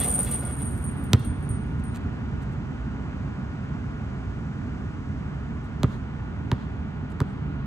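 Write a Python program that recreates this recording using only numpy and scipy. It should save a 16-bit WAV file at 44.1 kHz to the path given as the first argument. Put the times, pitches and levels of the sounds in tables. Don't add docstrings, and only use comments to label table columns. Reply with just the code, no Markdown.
import sys
import numpy as np
from scipy import signal
from scipy.fft import rfft, irfft, next_fast_len
from scipy.io import wavfile
from scipy.ndimage import map_coordinates

SR = 44100
rng = np.random.default_rng(int(sys.argv[2]) if len(sys.argv) > 2 else 0)


def master(y):
    cut = np.clip(np.atleast_2d(y).T, -1, 1)
    pcm = np.round(cut * 32767)
    wavfile.write(sys.argv[1], SR, pcm.astype(np.int16))


N = 337806


def amp(db):
    return 10 ** (np.asarray(db) / 20)


def unit(x):
    return x / np.sqrt(np.mean(x ** 2) + 1e-20)


def bell(t, centre, width):
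    return np.exp(-.5 * ((t - centre) / width) ** 2)


def along(points, hz):
    point_hz, value = np.transpose(points)
    return np.interp(np.log(hz + 1), np.log(point_hz + 1), value)


def curves(rows):
    s, *columns = np.transpose(rows)
    return [np.interp(np.arange(N) / SR, s, column) for column in columns]


def wobble(rate):
    knots = rng.standard_normal(int(N * rate / SR) + 4)
    return map_coordinates(knots, [np.arange(N) * rate / SR])


def filtered(x, response):
    n = x.shape[-1]
    m = next_fast_len(n + SR // 2)
    hz = np.fft.rfftfreq(m, 1 / SR)
    return irfft(rfft(x, m) * response(hz), m)[..., :n]


def coloured(x, spectrum):
    return unit(filtered(x, lambda hz: amp(along(spectrum, hz))))


def resonant(x, modes):
    def response(f):
        return sum(amp(db) * 1j * f * width / (centre * centre - f * f + 1j * f * width)
                   for centre, width, db in modes)
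    return unit(filtered(x, response))


def click(spectrum, bright_hz, lag_cycles, size=4096):
    hz = np.fft.rfftfreq(size, 1 / SR)
    gain = amp(along(spectrum, hz)) / np.hypot(1, hz / bright_hz)
    lag = 2 * np.pi * lag_cycles * np.log(hz + 200)
    pulse = irfft(gain * np.exp(-1j * lag))
    pulse = np.roll(pulse, 10)[:size // 4]
    return pulse / np.abs(pulse).max()


def ring(modes, t, scatter_db, detune, build):
    total = 0
    for hz, db, t60 in modes:
        decay = amp(db + scatter_db * rng.normal() - 60 * t / t60)
        onset = 1 - np.exp(-t / (build * t60))
        total = total + decay * onset * np.sin(2 * np.pi * hz * (1 + detune * rng.normal()) * t)
    return total


def add(track, s, x):
    part = track[max(round(s * SR), 0):][:len(x)]
    part += x[:len(part)]


def placed(x, lead_ms, pan_db):
    side = np.array([[.5], [-.5]])
    return amp(side * pan_db) * filtered(x, lambda hz: np.exp(2j * np.pi * hz * side * lead_ms / 1000))


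def contacts(rate, spread_db):
    hits = rng.random(N) < rate / SR
    return hits * rng.choice([-1, 1], N) * amp(spread_db * rng.standard_normal(N))


def clumps():
    clump_db, clumps_per_s = 2.5, 45
    return amp(clump_db * wobble(clumps_per_s))


# pitch_hz, likeness (0-1)
LIKENESS = [(60, 0.96), (200, 0.94), (500, 0.29), (1000, 0.47), (2000, 1), (4000, 0.31), (8000, 0.91),
            (14000, 0.21)]


def far_noise(spectrum):
    a, b = coloured(rng.standard_normal((2, N)), spectrum)

    def turn(hz):
        return np.arccos(np.clip(along(LIKENESS, hz), -.96, .96)) / 2
    mid = filtered(a, lambda hz: np.cos(turn(hz)))
    side = filtered(b, lambda hz: np.sin(turn(hz)))
    return unit(np.array([mid + side, mid - side]))


# time_s, level_db
RUMBLE_LEVEL = [(0, -33), (1.1, -32), (2.2, -33), (3.8, -35), (7.66, -34)]
# time_s, level_db
HISS_LEVEL = [(0, -72.5), (2.2, -68), (4.7, -67), (7.66, -72.5)]
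# pitch_hz, level_db
RUMBLE_SPECTRUM = [(12, -57.5), (20, -32.5), (27, -23), (29, -18.5), (40, -15.5), (59, 1), (113, -3),
                   (145, -1), (167, -6.5), (198, -5.5), (264, -8), (333, -18.5), (375, -18.5), (450, -25),
                   (580, -51), (990, -120)]
ROAR_SPECTRUM = [(250, -34.5), (420, 0.5), (542, -4), (588, -3), (823, -2), (1370, -4), (1490, -6),
                 (1530, -5.5), (2830, -15.5), (4800, -29), (6240, -60), (10600, -120)]
HISS_SPECTRUM = [(3000, -54), (4500, -1.5), (5400, 1.5), (6700, 0), (8000, -6), (9400, -9.5), (10500, -27),
                 (13500, -15.5), (16000, -45.5)]
RUMBLE_LIFT_DB, RUMBLE_WAVER_DB = 3.5, .7
ROAR_DB, ROAR_FADE_DB_PER_S, ROAR_WAVER_DB = -44, 0.31, .5
WHINE_HZ, WHINE_DB, WHINE_WAVER_DB = 1441, -8.5, 1.3


def traffic():
    rumble_db, = curves(RUMBLE_LEVEL)
    hiss_db, = curves(HISS_LEVEL)
    roar_db = ROAR_DB - ROAR_FADE_DB_PER_S * np.arange(N) / SR
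    rumble_gain = amp(rumble_db + RUMBLE_LIFT_DB + RUMBLE_WAVER_DB * wobble(11))
    rumble = placed(rumble_gain * far_noise(RUMBLE_SPECTRUM), lead_ms=0, pan_db=-1.95)
    roar_gain = amp(roar_db + ROAR_WAVER_DB * wobble(5))
    roar = placed(roar_gain * far_noise(ROAR_SPECTRUM), lead_ms=0, pan_db=-1.3)
    hiss = placed(amp(hiss_db) * far_noise(HISS_SPECTRUM), lead_ms=0, pan_db=-3)
    phase = 2 * np.pi * np.cumsum(WHINE_HZ + 3 * wobble(14) + 4 * wobble(70)) / SR
    harmonics = np.sin(phase) + amp(-20.5) * np.sin(2 * phase)
    whine = amp(roar_db + WHINE_DB + WHINE_WAVER_DB * wobble(6.2)) * harmonics
    return placed(rumble + roar + hiss + whine, lead_ms=.136, pan_db=0)


# centre_s, level_db, length_s (standard deviation)
BRUSHES = [(1.397, -58.5, .002), (1.8, -59, 0.0055), (1.952, -49.5, 0.005), (1.965, -49, .008),
           (2.428, -58, 0.01), (2.528, -64.5, 0.0095), (5.65, -65, 0.013), (7.103, -59.5, 0.0026),
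           (7.117, -57.5, .007)]
# pitch_hz, level_db
BRUSH_SPECTRUM = [(100, -26), (500, -3.5), (2500, 0), (4000, -3), (5300, -12), (9000, -1.5), (10500, -23),
                  (13000, -7), (15500, -20)]
# start_s, level_db
FOOTFALLS = [(1.269, -18.5), (1.501, -18), (1.911, -20.5), (2.321, -21), (4.288, -23)]


def player():
    t = np.arange(N) / SR
    touch = sum(amp(db) * bell(t, s, length) for s, db, length in BRUSHES)
    brushes = touch * coloured(contacts(rate=1800, spread_db=5), BRUSH_SPECTRUM)
    ground = [(69.5, 1.2, 0.2), (92.9, -1.0, 0.39)]  # pitch_hz, level_db, t60_s
    thuds = np.zeros(N)
    for s, db in FOOTFALLS:
        thud = ring(ground, t[:SR // 2], scatter_db=0.5, detune=0.059, build=0.049)
        add(thuds, s, amp(db) * thud)
    return placed(brushes + thuds, lead_ms=-0.026, pan_db=-2.5)


# start_s, backboard_db, rim_rattle_db, ball_bump_db, rim_ring_db
KNOCKS = [(0.003, -36, -36.5, -36, -49), (0.074, -40, -42.5, -34, -56), (0.179, -45, -57, -36, -64),
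          (0.191, -49, -50.5, -32, -64), (0.268, -50.5, -48, -48, -53), (0.283, -46, -51, -39, -58),
          (0.315, -52, -39.5, -46, -61), (0.425, -45, -65, -37, -66), (0.47, -48.5, -53, -37, -59),
          (0.604, -54, -46.5, -50, -60)]
# centre_s, level_db, length_s (standard deviation)
RIM_SCRAPES = [(0.03, -40.5, .024), (0.277, -47, 0.0172), (0.335, -49.5, .012), (0.49, -62.5, 0.041),
               (0.612, -56.5, .014)]
# pitch_hz, width_hz, level_db
BOARD_MODES = [(343, 18, 3), (430, 22, -2), (480, 22, 4.5), (571, 22, 0), (593, 22, -0.5), (725, 32, 4.5),
               (780, 30, -6), (1185, 23, -4.5)]
# pitch_hz, level_db, t60_s
RIM_RING_MODES = [(1182, 0.5, 0.67), (2215, -1, .7), (2654, -6, .4), (2930, -4, .5), (3342, -0.5, .45),
                  (3405, -5, .3), (4910, -13, .4)]
# pitch_hz, width_hz, level_db
STEEL_MODES = [(1952, 147, -7), (2112, 120, -7), (2750, 407, -9), (3370, 59.5, -2), (3800, 400, -16)]
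# pitch_hz, level_db
RATTLE_SPECTRUM = [(60, -32), (200, -17.5), (400, 14), (800, 1.5), (1600, -5), (3200, -13.5), (5000, -27.5),
                   (8000, -35), (12000, -72.5)]
BUMP_SPECTRUM = [(100, -14), (220, 1), (400, -0.5), (620, 1.5), (950, -11.5), (1500, -13), (3000, -30),
                 (6000, -46)]
RATTLE_ATTACK_S, RATTLE_FADE_DB_PER_S = 0.0036, 158.5
SHUDDER_DB, SHUDDER_FADE_DB_PER_S = -46.5, 22
STRIKE_DB = -4.5
BUMP_T60_S = .075


def hoop():
    t = np.arange(N) / SR
    u = t[:SR]
    board, rim = (amp(SHUDDER_DB - SHUDDER_FADE_DB_PER_S * t) * clumps() for _ in range(2))
    knock = amp(-RATTLE_FADE_DB_PER_S * t) * (1 - np.exp(-t / RATTLE_ATTACK_S))
    board_ring = [(hz, db, np.log(1000) / (np.pi * width)) for hz, width, db in BOARD_MODES]
    blows = np.zeros(N)
    for s, board_db, rim_db, bump_db, ring_db in KNOCKS:
        strike = ring(board_ring, u, scatter_db=2.5, detune=.025, build=0.011)
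        add(blows, s, amp(board_db + STRIKE_DB) * strike)
        add(blows, s, amp(ring_db) * ring(RIM_RING_MODES, u, scatter_db=2, detune=.003, build=.003))
        bump = coloured(rng.standard_normal(len(u)), BUMP_SPECTRUM)
        add(blows, s, amp(bump_db - 60 * u / BUMP_T60_S) * bump)
        add(board, s, amp(board_db) * knock)
        add(rim, s, amp(rim_db) * knock)
    taps = contacts(rate=1300, spread_db=3.5)
    board_rattle = amp(-2.5) * board * resonant(taps, BOARD_MODES)
    rim_rattle = rim * (amp(-17.5) * resonant(taps, STEEL_MODES) + amp(-8) * coloured(taps, RATTLE_SPECTRUM))
    rub = sum(amp(db) * bell(t, s, length) for s, db, length in RIM_SCRAPES)
    scrape = rub * resonant(rng.standard_normal(N), STEEL_MODES)
    return placed(blows + board_rattle + rim_rattle + scrape, lead_ms=-0.03, pan_db=-2.0)


JINGLE_DB, JINGLE_FADE_DB_PER_S = -33.5, 24
CHATTER_DB, CHATTER_FADE_DB_PER_S = -38.5, 25.5
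BALL_LEAVES_S, RELEASE_S, SLACK_DB = 0.41, .03, 12.5


def swing():
    t = np.arange(N) / SR
    free = (1 + np.tanh((t - BALL_LEAVES_S) / RELEASE_S)) / 2
    jingle_db = JINGLE_DB - JINGLE_FADE_DB_PER_S * t
    return jingle_db, CHATTER_DB - CHATTER_FADE_DB_PER_S * t - SLACK_DB * free


# pitch_hz, level_db, t60_s
LINK_MODES = [(8770, -13, .16), (8893, 0, .36), (8945, -6, .18), (8985, -3, .2), (9066, -7, .21),
              (9320, -19, .15), (11216, -12, .17), (11280, -14, .12), (11700, -24, .09)]
JOSTLE_S, JOSTLE_LOSS_DB = .013, 9.5
CLINK_T60_S = 0.2


def clink(t, count=3):
    out = np.zeros(len(t))
    delays = np.cumsum(JOSTLE_S * rng.uniform(.5, 1.5, count))
    for k, s in enumerate(delays - delays[0]):
        link = ring(LINK_MODES, t, scatter_db=2.5, detune=.0012, build=.006 * (1 + 2 * k))
        add(out, s, amp(-JOSTLE_LOSS_DB * k) * link)
    return unit(out) * np.sqrt(np.mean(amp(-60 * t / CLINK_T60_S) ** 2))


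# start_s, ring_db, tick_db
LINK_STRIKES = [(0.0014, -20.5, -38.5), (0.036, -21, -32.5), (0.0781, -17.5, -45), (0.1391, -18, -44),
                (0.19, -20.5, -35), (0.2084, -26, -45.5), (0.313, -20.5, -34.5), (0.343, -27.5, -42),
                (0.4514, -29.5, -56), (0.5123, -31, -49.5), (0.5896, -32.5, -44.5), (0.618, -29.5, -46),
                (0.6519, -32, -56.5), (0.735, -64, -64), (0.841, -31, -53), (0.965, -45, -63.5),
                (1.038, -42, -48), (1.1934, -46.5, -48.5), (1.2473, -37, -51), (1.425, -46, -80),
                (1.49, -33.5, -61), (1.8383, -43, -66)]
# pitch_hz, level_db
CHATTER_SPECTRUM = [(1000, -28.5), (2500, -1.5), (5000, -12), (7000, 0), (8700, 8.5), (10000, -19.5),
                    (12000, 9.5), (14800, 7), (15600, -23)]
TICK_T60_S = .055


def net():
    jingle_db, chatter_db = swing()
    rings, ticks, t = np.zeros(N), np.zeros(N), np.arange(SR // 2) / SR
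    for s, ring_db, tick_db in LINK_STRIKES:
        add(rings, s, amp(ring_db - 3.0) * clink(t))
        tick = coloured(rng.standard_normal(len(t)), CHATTER_SPECTRUM)
        add(ticks, s, amp(tick_db - 60 * t / TICK_T60_S) * tick)
    widened = [(hz, 6.5 / t60, db) for hz, db, t60 in LINK_MODES]
    bunching = clumps()
    rings += amp(jingle_db) * bunching * resonant(contacts(rate=550, spread_db=0.5), widened)
    touches = contacts(rate=2600, spread_db=3)
    ticks += amp(chatter_db) * bunching * coloured(touches, CHATTER_SPECTRUM)
    return placed(rings + ticks, lead_ms=-0.024, pan_db=0)


THUMP_HZ, SWEEP_HZ = 98.8, 1103
SETTLE_S, DENT_QUICKENS_S = 0.00437, 0.0019
CREST_S, RISE_S, FALL_S = 0.01748, 0.0054, 0.0041
OVERTONE_RATIO, OVERTONE_DB = 2.365, -13.5


def thump(t, dent):
    settle = max(SETTLE_S - DENT_QUICKENS_S * dent, 1 / SR)

    def cycles(time):
        return THUMP_HZ * time - SWEEP_HZ * settle * np.exp(-time / settle)
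    phase = 2 * np.pi * (cycles(t) - cycles(CREST_S))
    rise = dent + (1 - dent) * bell(t, CREST_S, RISE_S)
    swell = np.where(t < CREST_S, rise, bell(t, CREST_S, FALL_S))
    overtone = amp(OVERTONE_DB) * bell(t, 0.018, 0.0063) * np.cos(OVERTONE_RATIO * phase)
    return (swell * np.cos(phase) + overtone) * (1 - np.exp(-(t / 0.005) ** 2))


SHELL_SWEEP_HZ, SHELL_LIFE_S = 1364, .0036


def shell_chirp(t, settle_hz, glide=0.00093):
    cycles = settle_hz * t + SHELL_SWEEP_HZ * glide * (1 - np.exp(-t / glide))
    return np.sin(2 * np.pi * cycles) * np.exp(-t / SHELL_LIFE_S) * (1 - np.exp(-t / glide))


# start_s, thump_db, slap_db, lift_off_knock_db, ping_db, dent, bright_hz, shell_db, shell_hz, crack_db, crack_hz
LANDINGS = [(1.1326, -7, -6, -26.5, -49.5, 1, 13030, -18.5, 974, 2, 3600),
            (5.8322, -9, -20, -26, -61, 0.27, 12030, -20.5, 560, 0.5, 2600),
            (6.5158, -11.5, -21.5, -38, -58.5, 0.3, 5500, -16, 920, 6, 3000),
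            (7.2033, -12, -23.5, -27, -66.5, 0.2, 13700, -18.5, 950, 3, 3900)]
# pitch_hz, level_db
SLAP_SPECTRUM = [(300, -15), (1100, 3.5), (1500, 7), (2000, -1), (2500, -0.5), (4200, 3), (5100, -6),
                 (6500, -2), (8800, -5.5), (11000, -14.5), (12500, -6), (15000, -14), (16000, -24)]
RUBBER_SPECTRUM = [(100, -28), (330, -6), (650, -3), (1100, 5), (2000, -5.5), (4000, -22), (9000, -36),
                   (16000, -42)]
QUIVER_SPECTRUM = [(150, -21), (330, 0), (470, 2.5), (680, -15), (1100, -15.5), (2000, -24.5),
                   (5000, -57.5)]
# pitch_hz, level_db, t60_s
AIR_MODES = [(1900, 3, 0.15), (2760, -4, 0.57), (3190, -1, .38), (3380, -2.5, 0.75), (3600, -5, 0.54),
             (3850, -11, .3), (3960, -12, .35), (4170, -14, .35), (4290, -7.5, 0.83), (4727, -10.5, .35),
             (5260, -11, .35)]
CONTACT_S = .0128
KNOCK_HZ, KNOCK_S, POP_S = 1245, .0013, .0005
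QUIVER_DB, QUIVER_T60_S = -22, 0.08
ROUGHNESS_DB = -21
CRACK_OCTAVES = .25


def ball():
    body, slaps, t = np.zeros(N), np.zeros(N), np.arange(SR // 2) / SR
    for (s, thump_db, slap_db, knock_db, ping_db, dent, bright_hz,
         shell_db, shell_hz, crack_db, crack_hz) in LANDINGS:
        add(body, s, amp(thump_db) * thump(t, dent) + amp(shell_db) * shell_chirp(t, shell_hz))
        crumple = amp(-34.0) * bell(t, 0.0057, 0.014) + amp(-25.5) * bell(t, CONTACT_S, 0.0013)
        rubber = amp(thump_db) * crumple * coloured(rng.standard_normal(len(t)), RUBBER_SPECTRUM)
        pop = amp(thump_db - 14.5) * bell(t, CONTACT_S, POP_S)
        knock = bell(t, CONTACT_S, KNOCK_S) * np.cos(2 * np.pi * KNOCK_HZ * (t - CONTACT_S))
        add(body, s, rubber - pop - amp(knock_db) * knock)
        quiver = coloured(rng.standard_normal(len(t)), QUIVER_SPECTRUM)
        add(body, s + CONTACT_S, amp(thump_db + QUIVER_DB - 60 * t / QUIVER_T60_S) * quiver)
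        ping = sum(ring(AIR_MODES, t, scatter_db=2.5, detune=.004, build=.08) for _ in range(2))
        add(body, s, amp(ping_db) * ping)
        noise_gain = amp(ROUGHNESS_DB - 60 * t / 0.0075) + amp(-42 - 60 * t / 0.075)
        roughness = rng.standard_normal(len(t)) * noise_gain
        roughness[0] = 1
        slap_hz = np.geomspace(300, 16000, 48)
        crack = crack_db * bell(np.log2(slap_hz / crack_hz), 0, CRACK_OCTAVES)
        cracked_slap = np.column_stack([slap_hz, along(SLAP_SPECTRUM, slap_hz) + crack])
        pulse = click(cracked_slap, bright_hz, lag_cycles=1.8)
        add(slaps, s, amp(slap_db) * signal.fftconvolve(roughness, pulse))
    return placed(body, lead_ms=-.02, pan_db=-1.4) + placed(slaps, lead_ms=-0.024, pan_db=-3.0)


# pitch_hz, level_db
ECHO_SPECTRUM = [(80, -8), (300, -0.5), (1200, 5), (3000, 1), (5000, 1), (8500, 3), (14000, -5.5)]


def surroundings(x, t60=0.5):
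    t = np.arange(SR // 2) / SR
    scatter = amp(-1.0 - 60 * t / t60) * (1 - np.exp(-t / .012))
    fences = bell(t, .1, .028)
    tail = (scatter + fences) * coloured(rng.standard_normal((2, len(t))), ECHO_SPECTRUM)
    return signal.fftconvolve(x, tail / np.linalg.norm(tail[0]), axes=1)[:, :N]


# time_s, level_db
ECHO_LEVEL = [(1.5, -27.5), (5.8, -17.5), (7.2, -19.5)]


def scene():
    bounces = ball()
    echo_db, = curves(ECHO_LEVEL)
    echo = amp(echo_db) * surroundings(bounces)
    return traffic() + player() + hoop() + net() + bounces + echo


TOP_HZ = 15850


def record(dry):
    return filtered(dry, lambda hz: hz < TOP_HZ)


dry = scene()
out = record(dry)
master(out)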